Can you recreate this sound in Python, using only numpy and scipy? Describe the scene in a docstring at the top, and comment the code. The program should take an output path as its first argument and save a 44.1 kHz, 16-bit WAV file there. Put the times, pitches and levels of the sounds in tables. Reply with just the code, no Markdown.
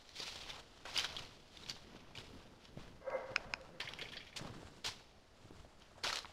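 """Footsteps on grit beside a stone wall

Someone walks slowly over grit and dry debris, carrying the microphone. Soles scuff and crush the grit
(ticks, damped sines and noise); bits crack, knock and skitter (short tones, noise and resonances).
Two dry twigs snap (decaying modes) and heels thud softly (low sines). Once a hollow, rough tone swells
further off (wavering sine, resonant noise). Air rumbles faintly under it all (filtered noise)."""
import sys
import numpy as np
from scipy import signal
from scipy.fft import rfft, irfft, next_fast_len
from scipy.io import wavfile
from scipy.ndimage import map_coordinates

SR = 44100
rng = np.random.default_rng(int(sys.argv[2]) if len(sys.argv) > 2 else 0)


def int16_out(signal):
    """Quantize to a 16-bit WAV file."""
    q = np.round(np.clip(np.atleast_2d(signal).T, -1, 1) * 32767)
    wavfile.write(sys.argv[1], SR, q.astype(np.int16))


N = 279108  # samples, about 6.3 s


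def scuff():
    """The sole drags over grit: grains give way in clumps, together in all three size classes."""
    # Spectra of grit, its dull part and finest sand. Each row: frequency in Hz, level in dB.
    grit_spectrum = [(1200, -12), (2000, -1.5), (3000, 0), (4500, 0.5), (5600, -2), (6500, -8.5),
                     (8500, -17), (11000, -21.5)]
    dull_spectrum = [(200, -29.5), (450, -0.5), (900, -2), (1500, -2.5), (2100, -10), (3000, -61.5)]
    sand_spectrum = [(4000, -36.5), (6000, 5), (7500, 13), (10000, -1), (13000, -16), (16000, -29)]
    crunch_level, dull_level, sand_level, stone_hz = strokes()
    clumps = amp(1.6686 * wobble(70) + 0.691 * wobble(250) - 2.0)

    stones = grains(count=9000, mid_hz=stone_hz, octaves=0.27967, cycles=3.145, spread_db=1.0)
    crushed = coloured(crackle(rate=1300, spread_db=-1.0, grain_share=0.55), grit_spectrum)
    grit = unit(crushed + 0.9765 * stones)

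    rubble = grains(count=2000, mid_hz=stone_hz / 3.2718, octaves=0.56404, cycles=2.642, spread_db=4.0)
    dull = unit(coloured(rng.standard_normal(N), dull_spectrum) + 0.8636 * rubble)

    sand = coloured(crackle(rate=1400, spread_db=-1.0, grain_share=0.7203), sand_spectrum)
    return clumps * (crunch_level * grit + dull_level * dull + sand_level * sand)


def strokes():
    """Levels of crunch, dull part and sand, and the stone pitch, as the powers of all strokes add up."""
    # The sole drags or presses on the grit. Each row: start of the hold in seconds, rise in seconds over
    # 60 dB, hold in seconds, fall in seconds over 60 dB, crunch level in dB, dull part and finest sand
    # in dB relative to the crunch, stone pitch in Hz. Signs of rise, hold and fall do not matter.
    drags = [(0.0, .01, 0.0034, 1.4679, -64, -4.5, -11, 4289),
             (0.096, -0.2215, 0.0187, 1.6257, -62.5, -9, -18.5, 4082),
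             (0.161, 0.081, 0.0553, 1.0591, -49.5, -20, -17.5, 4142),
             (0.202, 0.0512, 0.0197, 0.362, -44.5, -9.5, -29.5, 4248),
             (0.273, 0.2754, 0.00637, 0.4066, -45, -12, -14.5, 3865),
             (0.356, 0.0039, 0.0535, 0.4763, -49.5, -7.5, -15.5, 3552),
             (0.577, 1.2151, 0.0311, 0.1449, -59.5, 1, -13, 3260),
             (0.503, 0.2445, 0, 0.2174, -47.5, -7, -35, 3093),
             (0.76, 2.277, 0, 1.8833, -65.5, -2.5, -11.5, 3512),
             (0.966, 0.2671, 0.0438, 0.3518, -41, -8.5, -19.5, 3830),
             (1.058, 0.3926, 0.0307, 0.6041, -49, -5.5, -27.5, 3602),
             (1.189, 0.5985, 0, 0.6529, -52.5, -3, -17, 3373),
             (1.344, -0.74, 0, 0.8508, -64, -30.5, -13, 3223),
             (1.605, 0.7772, 0.1316, 1.5443, -58, -5, -13, 3787),
             (1.7, 0.0902, 0.00685, 0.0878, -45.5, -12.5, -24, 4395),
             (1.749, 0.1433, 0.0175, 0.2759, -60, -4.5, -21, 4366),
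             (1.925, 0.8873, 0.0274, 1.9409, -65, 1.5, -27.5, 2814),
             (2.401, 1.6775, 0, 1.232, -66.5, 2.5, -13, 3530),
             (2.658, 0.406, 0.0219, 0.2887, -63, -6, -17, 3283),
             (2.794, 0.3487, 0.0089, 1.1988, -62.5, 2, -13.5, 3162),
             (3.158, 0.5253, 0, 2.3484, -67.5, 6, -33.5, 2504),
             (3.364, 0.7582, 0.0725, 0.6277, -63, 8.5, -15, 2815),
             (3.666, 2.91, 0.0221, 1.4316, -69.5, 7, -11, 2955),
             (3.891, -0.0274, 0, 0.9576, -58, 0, -24, 2968),
             (4.021, 0.2536, 0, 0.6747, -57, -0.5, -15.5, 2610),
             (4.149, 0.5068, 0.29, 0.5559, -59, -6, -25, 2916),
             (4.396, 0.2143, 0.338, 0.41, -59, 5.5, -13.5, 3307),
             (4.649, -1, 0.0931, 1.4334, -68, 0, -3, 3576),
             (5.442, 0.8819, 0.0266, 1.0151, -68, 0.5, -8, 3505),
             (5.564, 0.0855, 0.0092, 1.8488, -68.5, 1.5, -6.5, 3509),
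             (5.822, 0.1195, 0, -0.5552, -66, -2, -25, 3100), (6.0, 0.68, 0.043, 1.89, -70, 5, -4.5, 3496),
             (4.956, -1.3055, 0.0795, 1.0496, -63, -6, -19.5, 3604),
             (6.28, 0.2624, 0.0151, 1.6891, -64, 1, -9, 3015)]
    # The foot comes down: start of the hold in seconds.
    landing_s = [0.854, 2.152, 3.802, 4.363, 4.846, 6.038]
    # The crunch of each landing. Each row: hold in seconds, fall in seconds over 60 dB, crunch level in dB,
    # dull part and finest sand in dB relative to the crunch, stone pitch in Hz.
    landings = [(0, .5, -51, 1, -13, 3353.6), (0.0136, 0.8362, -54, -5, -13.5, 3131.7),
                (0, 0.5159, -50.5, -3, -18, 2521.8), (0.00863, 0.0922, -43, -13.5, -7, 4480),
                (0.02719, 0.1804, -38, -8, -12, 4046.5), (0.14231, 0.207, -40, -4.5, -16, 4000.6)]
    landing_rise_s = 0.012  # over 60 dB: almost at once
    sag_db_per_s = 38.5  # the crunch weakens while the sole holds
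    settle_db, settle_s = -19, 0.7224  # loosened grit trickles on, falling 60 dB in settle_s

    t, total = np.arange(N) / SR, np.zeros((4, N))
    steps = [(s, landing_rise_s, *row) for s, row in zip(landing_s, landings)]
    for s, rise, hold, fall, db, dull_db, sand_db, hz in drags + steps:
        before = np.maximum(s - t, 0)
        held = np.clip(t - s, 0, abs(hold))
        after = np.maximum(t - s - abs(hold), 0)
        swell = amp(db - 60 * before / abs(rise) - sag_db_per_s * held)
        release = amp(-60 * after / abs(fall)) + amp(settle_db - 60 * after / settle_s)
        power = (swell * release) ** 2 + 1e-12
        total += power * np.array([[1], [amp(2 * dull_db)], [amp(2 * sand_db)], [hz]])
    return *np.sqrt(total[:3]), total[3] / total[0]  # the pitch is a mean weighted by crunch power


def grains(count, mid_hz, octaves, cycles, spread_db):
    """Small stones: short damped sines at scattered times and sizes, pitched around the curve mid_hz."""
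    draw, t = rng.random((count, 2)), np.arange(256) / SR
    start = (draw[:, :1] * N).astype(int)
    hz = np.clip(mid_hz[start] * 2 ** (octaves * rng.standard_normal((count, 1))), 300, 9000)
    size = amp(-spread_db * np.log(np.maximum(draw[:, 1:], 0.02)))
    rings = size * np.sin(2 * np.pi * hz * t) * np.exp(-t * hz / cycles)
    places = start + np.arange(256)
    return unit(np.bincount(places.ravel(), rings.ravel(), N + 256)[:N])


def crackle(rate, spread_db, grain_share):
    """Random ticks of unequal size, rate a second, on a bed of noise."""
    size_db = spread_db * np.minimum(rng.exponential(size=N), 4)
    ticks = (rng.random(N) < rate / SR) * amp(size_db) * rng.choice([-1, 1], N)
    share = np.clip(grain_share, 0, 1)
    return np.sqrt(share) * unit(ticks) + np.sqrt(1 - share) * rng.standard_normal(N)


def cracks(under_db, far_db):
    """Each bit rings briefly at its own pitch and sprays grit around that pitch."""
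    # Bits of debris crack (high) or knock (low).
    # Each row: start in seconds, level in dB, pitch in Hz, share of noise from 0 to 1.
    bits = [(0.0912, -42.5, 4153, 0.58), (0.189, -37, 3561, 0.47), (0.201, -33.5, 4645, 0.21),
            (0.201, -42, 404.3, 0), (0.2302, -46.5, 3300, 0.73), (0.2769, -37, 4679, 0.69),
            (0.279, -34, 1459, 0.76), (0.345, -42.5, 4400, 0.79), (0.456, -49.5, 3400, 0.85),
            (0.489, -44.5, 938.3, 0), (0.5031, -36, 3508, 0.03), (0.8539, -40.5, 1484, 0.25),
            (0.8965, -51.5, 1631, 0.25), (0.964, -23.5, 2884, 0.39), (0.9759, -20.5, 4789, .36),
            (0.978, -36.5, 9713, 0.46), (0.9865, -20, 3140, 0.36), (0.995, -23, 3926, 0.67),
            (1.003, -29.5, 2695, 0.56), (1.044, -31.5, 1445, 0.1), (1.045, -25.5, 3899, 0.48),
            (1.0502, -27, 3248, 0.44), (1.142, -49, 5483, 0.41), (1.1655, -30.5, 3138, 0.45),
            (1.17, -34, 3331, 0.06), (1.1921, -31, 2925, 0.5), (1.25, -42, 4276, 0.4),
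            (1.5721, -38.5, 3670, 0.44), (1.6355, -45, 3879, 0.19), (1.662, -37.5, 2358, 0.54),
            (1.688, -34.5, 2698, 0.72), (1.697, -27.5, 4524, 0.47), (1.949, -42.5, 251.8, 0.11),
            (2.1533, -41, 2426, 0.2), (2.1751, -37.5, 2992, 0.32), (2.185, -38, 3186, 0.68),
            (2.6531, -42.5, 3004, 0.61), (2.774, -34, 240.3, 0.37), (3.1015, -42.5, 2200, 0.94),
            (3.317, -41, 517.8, 0), (3.6128, -44.5, 3053, 0.8), (3.936, -33, 3011, 0.92),
            (4.171, -47.5, 551.8, 0.13), (4.3629, -44.5, 2178, 0.13), (4.3897, -39.5, 4478, .8),
            (4.396, -40.5, 581.4, 0.33), (4.413, -36, 247.7, 0.33), (4.423, -30, 245.9, 0.46),
            (4.455, -36, 268.3, 0.58), (4.494, -45.5, 398.3, 0.34), (4.53, -47.5, 300.2, 0.41),
            (4.565, -45, 300, 0.25), (4.63, -40.5, 299.2, 0.47), (4.685, -43, 298.2, 0.67),
            (4.8541, -37.5, 3835, 0.25), (4.863, -27, 4359, 0.58), (5.008, -45, 448.8, 0.46),
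            (5.455, -44.5, 301.4, 0.31), (5.508, -38, 379.7, 0.38), (5.648, -44.5, 262.9, 0.56),
            (5.799, -56, 5970, 0.91), (5.8208, -49, 3122, 0.39), (5.916, -51, 540.5, 0.35),
            (5.965, -53.5, 620.6, 0.2), (5.98, -53, 637.9, 0.14), (6.0373, -29.5, 4412, 0.38),
            (6.047, -28, 1447, 0.21), (6.0683, -24.5, 2924, 0.59), (6.0758, -25.5, 2593, 0.89),
            (6.1013, -30.5, 1854, 0.35), (6.128, -31, 1331, 0.11), (6.128, -26, 4263, 0.45),
            (6.1576, -25, 3774, 0.88), (6.1705, -27, 2979, 0.67), (6.1884, -29, 4107, 0.52),
            (6.246, -35.5, 792, 0.83), (6.2555, -35, 1476, 0.98)]
    tone_t60_s = 0.017974  # ring time of a bit without noise
    noisy_shorter = 0.52426  # share of its ring time that a bit of pure noise loses
    over_1k_db, over_db_per_octave = -4.5, -7  # spray above a 1 kHz bit; low bits spray wider

    out, t = np.zeros(N), np.arange(SR // 8) / SR
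    for s, db, hz, noisy in bits:
        over_db = over_1k_db + over_db_per_octave * np.log2(hz / 1000)
        spread = [(hz / 8, 4 * under_db), (hz / 2, under_db), (hz * 1.33, -1.5),
                  (hz * 2.44, over_db), (hz * 6, far_db)]
        spray = coloured(rng.standard_normal(len(t)), spread)
        blur = 0.0535 * np.cumsum(rng.standard_normal(len(t)))  # rough surface blurs the pitch
        tone = np.sin(2 * np.pi * hz * t + blur)
        share = np.clip(noisy, 0, 1)
        decay = amp(db - 3.0 - 60 * t / (tone_t60_s * (1 - noisy_shorter * share)))
        attack = 1 - np.exp(-t / 0.00050444)
        spike = 1 + 1.3088 * np.exp(-t / 0.000519)  # as it breaks
        mix = (1 - share) * 1.8408 * tone + share * 1.2399 * spray
        add(out, s, decay * attack * spike * mix)
    return out


def skitter():
    """A dry shard skitters over the ground: each scrape is a burst of grit in the shard's resonances."""
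    # Each row: start in seconds, level in dB, time to fall 60 dB in seconds, tilt in dB per octave.
    scrapes = [(3.8016, -32.5, 0.0735, -3.5), (3.8125, -37.5, 0.1129, 7.5), (3.851, -43, 0.0459, -1.5),
               (3.874, -31.5, 0.05675, -15.5), (3.8874, -36, 0.0402, 7.5), (3.988, -33.5, 0.05477, 2.5),
               (3.9932, -35.5, 0.02835, -12.5), (4.013, -29.5, 0.06013, -6), (4.0233, -35, 0.0474, 17.5),
               (4.0524, -42, 0.0497, 1.5), (4.0866, -42, 0.0647, 11.5), (4.12, -41.5, 0.0845, 7),
               (4.133, -37, 0.0788, -5.5), (4.1678, -35, 0.07252, 3), (4.2034, -42.5, 0.07174, 7),
               (4.2251, -48.5, 0.0553, -7.5), (4.2666, -43, 0.07124, 1), (4.326, -45, 0.0607, -2.5)]
    # Resonances of the shard. Each row: frequency in Hz, width in Hz, level in dB before the tilt.
    shard = [(1759.7, 158.9, -0.5), (2295.5, 242.8, 3.5), (3291.9, 247.4, 2.5), (4628.2, 261.9, -13.5),
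             (5325, 364, -24.5)]
    out, t = np.zeros(N), np.arange(SR // 6) / SR
    for s, db, t60, tilt_db in scrapes:
        modes = []
        for hz, width, level in shard:
            scatter_db = 5.13 * rng.standard_normal()
            modes.append((hz, width, level + tilt_db * np.log2(hz / 2500) + scatter_db))
        contacts = rng.standard_normal(len(t)) ** 3  # cubed noise is spiky
        rasp = unit(filtered(contacts, resonances(modes)))
        decay = amp(db - 6.5 - 60 * t / t60)
        attack = 1 - np.exp(-t / 0.0009094)
        spike = 1 + 0.8015 * np.exp(-t / 0.001447)
        add(out, s, decay * attack * spike * rasp)
    return out


def snaps():
    """Dry wood breaks: a few modes that die within milliseconds; a thick twig adds a low one."""
    # Each row: start in seconds, level in dB, tilt in dB per octave, level of the lowest mode in dB.
    breaks = [(3.361, -13, 1.5, -44), (3.5372, -18.5, 3, -1.5)]
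    # Modes of a twig. Each row: frequency in Hz, level in dB before the tilt, time to fall 60 dB in seconds.
    twig = [(1478.2, 1, 0.00934), (2291.9, -5, 0.009715), (2470.8, 3, 0.008133), (4257.6, -10, 0.007483),
            (5126.7, -2, 0.005697), (6471, -14, 0.005987), (9081.5, -24, 0.003925)]
    out, t = np.zeros(N), np.arange(SR // 20) / SR
    for s, db, tilt_db, thick_db in breaks:
        ring = np.zeros(len(t))
        for hz, level, t60 in twig + [(1002.3, thick_db, 0.01212)]:
            decay = amp(level + tilt_db * np.log2(hz / 2500) - 60 * t / t60)
            ring += decay * np.sin(2 * np.pi * hz * t)
        attack = 1 - np.exp(-t / 0.0007508)
        add(out, s, amp(db - 2) * ring * attack)
    return out


def heels():
    """Soft low pushes of the heel into the ground, each a decaying sine."""
    # Each row: start in seconds, level in dB, pitch in Hz.
    thuds = [(0.514, -53, 72.58), (1.124, -52.5, 91.96), (1.2, -49.5, 129.2), (1.96, -51.5, 224.6),
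             (2.18, -44.5, 108.9), (2.35, -50.5, 70.66), (2.768, -40.5, 139.8), (2.8, -55.5, 142.8),
             (3.305, -46.5, 113), (3.457, -48.5, 142.8), (3.845, -48, 120.4), (4.412, -41.5, 141.5),
             (4.449, -43, 150.7), (4.499, -43, 110), (4.649, -44.5, 80.14), (4.882, -45.5, 98.16),
             (5.447, -47.5, 105), (5.593, -49, 72.01), (6.079, -52.5, 90.56)]
    t60_s = 0.07729
    out, t = np.zeros(N), np.arange(SR // 3) / SR
    for s, db, hz in thuds:
        decay = amp(db + 3.0 - 60 * t / t60_s)
        attack = 1 - np.exp(-t / 0.00289)
        add(out, s, decay * attack * np.sin(2 * np.pi * hz * t))
    return out


def wall(x):
    """A few weak early echoes and a short diffuse tail off the stone."""
    # Each row: delay in seconds, level in dB.
    echoes = [(.0056, -14.5), (0.0123, -1), (0.018, -26.5)]
    t = np.arange(SR // 4) / SR
    decay = amp(-60 * t / 0.1957)
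    response = amp(3) * rng.standard_normal(len(t)) * decay / np.sqrt(SR * 0.009785)
    for s, db in echoes:
        response[round(s * SR)] += amp(db)
    return signal.fftconvolve(x, response)[:N]


def hollow_tone():
    """An unsteady tone with noise in narrow resonances around it, like a tube or a rubbed door."""
    # The far tone swells and fades. Each row: time in seconds, tone level in dB, rasp level in dB.
    swells = [(3.0, -79.5, -79.5), (3.02, -60.5, -59), (3.045, -53, -57), (3.066, -56, -55),
              (3.074, -44.5, -47.5), (3.09, -37.5, -48.5), (3.11, -60, -44), (3.152, -35.5, -41.5),
              (3.19, -52, -46.5), (3.26, -48, -52.5), (3.286, -61, -52.5), (3.298, -49.5, -51.5),
              (3.319, -49.5, -53.5), (3.36, -65, -63.5), (3.59, -69, -58.5), (3.606, -51, -67),
              (3.635, -65.5, -77.5), (3.73, -77, -72.5), (3.75, -61, -64.5), (3.79, -61, -81)]
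    # Resonances of the rasp. Each row: frequency in Hz, width in Hz, level in dB.
    pipe = [(438.12, 43.2, -8), (562.45, 27.96, -1.5), (670.41, 82.6, -5), (959.36, 36.73, -4),
            (1109.8, 28.86, -7.5), (1311.6, 94.8, -13.5), (1588.2, 55.53, -10), (2076.6, 45.2, -11)]
    tone_hz = 528.69
    t = np.arange(N) / SR
    tone_db, rasp_db = curves(swells)
    waver = 1.1236 * wobble(40)  # radians
    tone = amp(tone_db + 1.5 + 2.099 * wobble(50)) * np.sin(2 * np.pi * tone_hz * t + waver)
    rasp = amp(rasp_db - 1.0) * unit(filtered(rng.standard_normal(N), resonances(pipe)))
    sounding = (t > swells[0][0]) * (t < swells[-1][0])
    return sounding * (tone + rasp)


def air():
    """Two bands of rumbling noise that swell and sink, over a steady faint hiss."""
    # Each row: time in seconds, deep level in dB, low level in dB.
    rumble = [(0.0, -67.5, -76), (0.19, -69.5, -68.5), (0.42, -58.5, -63.5), (0.76, -66.5, -68.5),
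              (1.2, -59, -60.5), (1.39, -66, -65.5), (2.15, -68, -62.5), (2.34, -59.5, -59),
              (2.61, -71.5, -67), (2.8, -54.5, -60), (3.08, -68.5, -65.5), (3.4, -60.5, -59.5),
              (3.86, -69.5, -67), (3.93, -63, -58), (4.33, -67.5, -69), (4.46, -57, -55), (4.76, -66, -66),
              (5.3, -68, -72), (5.6, -57.5, -62), (5.69, -67, -70), (6.33, -62.5, -71.5)]
    # Spectra of deep rumble, low rumble and still air. Each row: frequency in Hz, level in dB.
    deep_spectrum = [(10, 8), (30, 2), (60, 2), (100, 0), (160, -45.5)]
    low_spectrum = [(50, -43), (120, 5), (250, 1), (500, -3.5), (900, -39)]
    still_spectrum = [(120, -19), (200, -15), (231, -3), (302, -13.5), (653, -4), (809, -8.5), (885, -8.5),
                      (1040, -11), (3850, -21), (4770, -18.5), (14500, -39)]
    deep_db, low_db = curves(rumble)
    deep = amp(deep_db + 1.711 * wobble(3.3082)) * coloured(rng.standard_normal(N), deep_spectrum)
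    low = amp(low_db - 0.5 + 2.1124 * wobble(15)) * coloured(rng.standard_normal(N), low_spectrum)
    hiss = amp(-69.0) * coloured(rng.standard_normal(N), still_spectrum)
    return deep + low + hiss


def amp(db):
    """Gain of a level in dB."""
    return 10 ** (np.asarray(db) / 20)


def unit(x):
    """x at rms 1."""
    return x / np.sqrt(np.mean(x ** 2) + 1e-20)


def curves(rows):
    """One value per sample for each column after the time."""
    s, *cols = np.transpose(rows)
    return [np.interp(np.arange(N) / SR, s, c) for c in cols]


def wobble(rate):
    """A smooth random curve, rate knots a second."""
    knots = rng.standard_normal(int(N * rate / SR) + 4)
    return map_coordinates(knots, [np.arange(N) * rate / SR])


def filtered(x, response):
    """x times a complex response of frequency."""
    m = next_fast_len(len(x) + 8192)
    return irfft(rfft(x, m) * response(np.fft.rfftfreq(m, 1 / SR)), m)[:len(x)]


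def coloured(x, points):
    """x through a spectrum of (Hz, dB) points, at rms 1."""
    f, db = np.transpose(points)
    return unit(filtered(x, lambda hz: amp(np.interp(np.log(hz + 1), np.log(f), db))))


def resonances(modes):
    """The causal response of (Hz, width Hz, dB) modes, added with alternating sign."""
    def response(f):
        total = 0
        for k, (hz, width, db) in enumerate(modes):
            damping = 1j * f * width
            total = total + (-1) ** k * amp(db) * damping / (hz * hz - f * f + damping)
        return total
    return response


def add(track, s, sound):
    """Mixes a sound into the track at time s."""
    part = track[round(s * SR):][:len(sound)]
    part += sound[:len(part)]


def scene():
    """All sources, heard by one microphone; the twigs snap closer, so the wall adds less to them."""
    debris = cracks(under_db=-6, far_db=-39.5) + skitter()
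    twigs = snaps()
    answer = wall(amp(-15.5) * debris + amp(-26) * twigs)
    return (scuff() + debris + twigs + heels() + answer + hollow_tone() + air())[None]


def record(dry):
    """The treble dips near 8 kHz, fades in the top octave and ends at top_hz."""
    dip_hz, dip_octaves, dip_db = 7976, 0.17492, -3.5
    top_hz = 15735

    def treble(hz):
        octaves_off = np.log2((hz + 1) / dip_hz)
        dip = amp(dip_db * np.exp(-(octaves_off / dip_octaves) ** 2))
        return dip * (hz < top_hz) / (1 + (hz / 14000) ** 8)

    return filtered(dry[0], treble)[None]


dry = scene()
out = record(dry)
int16_out(out)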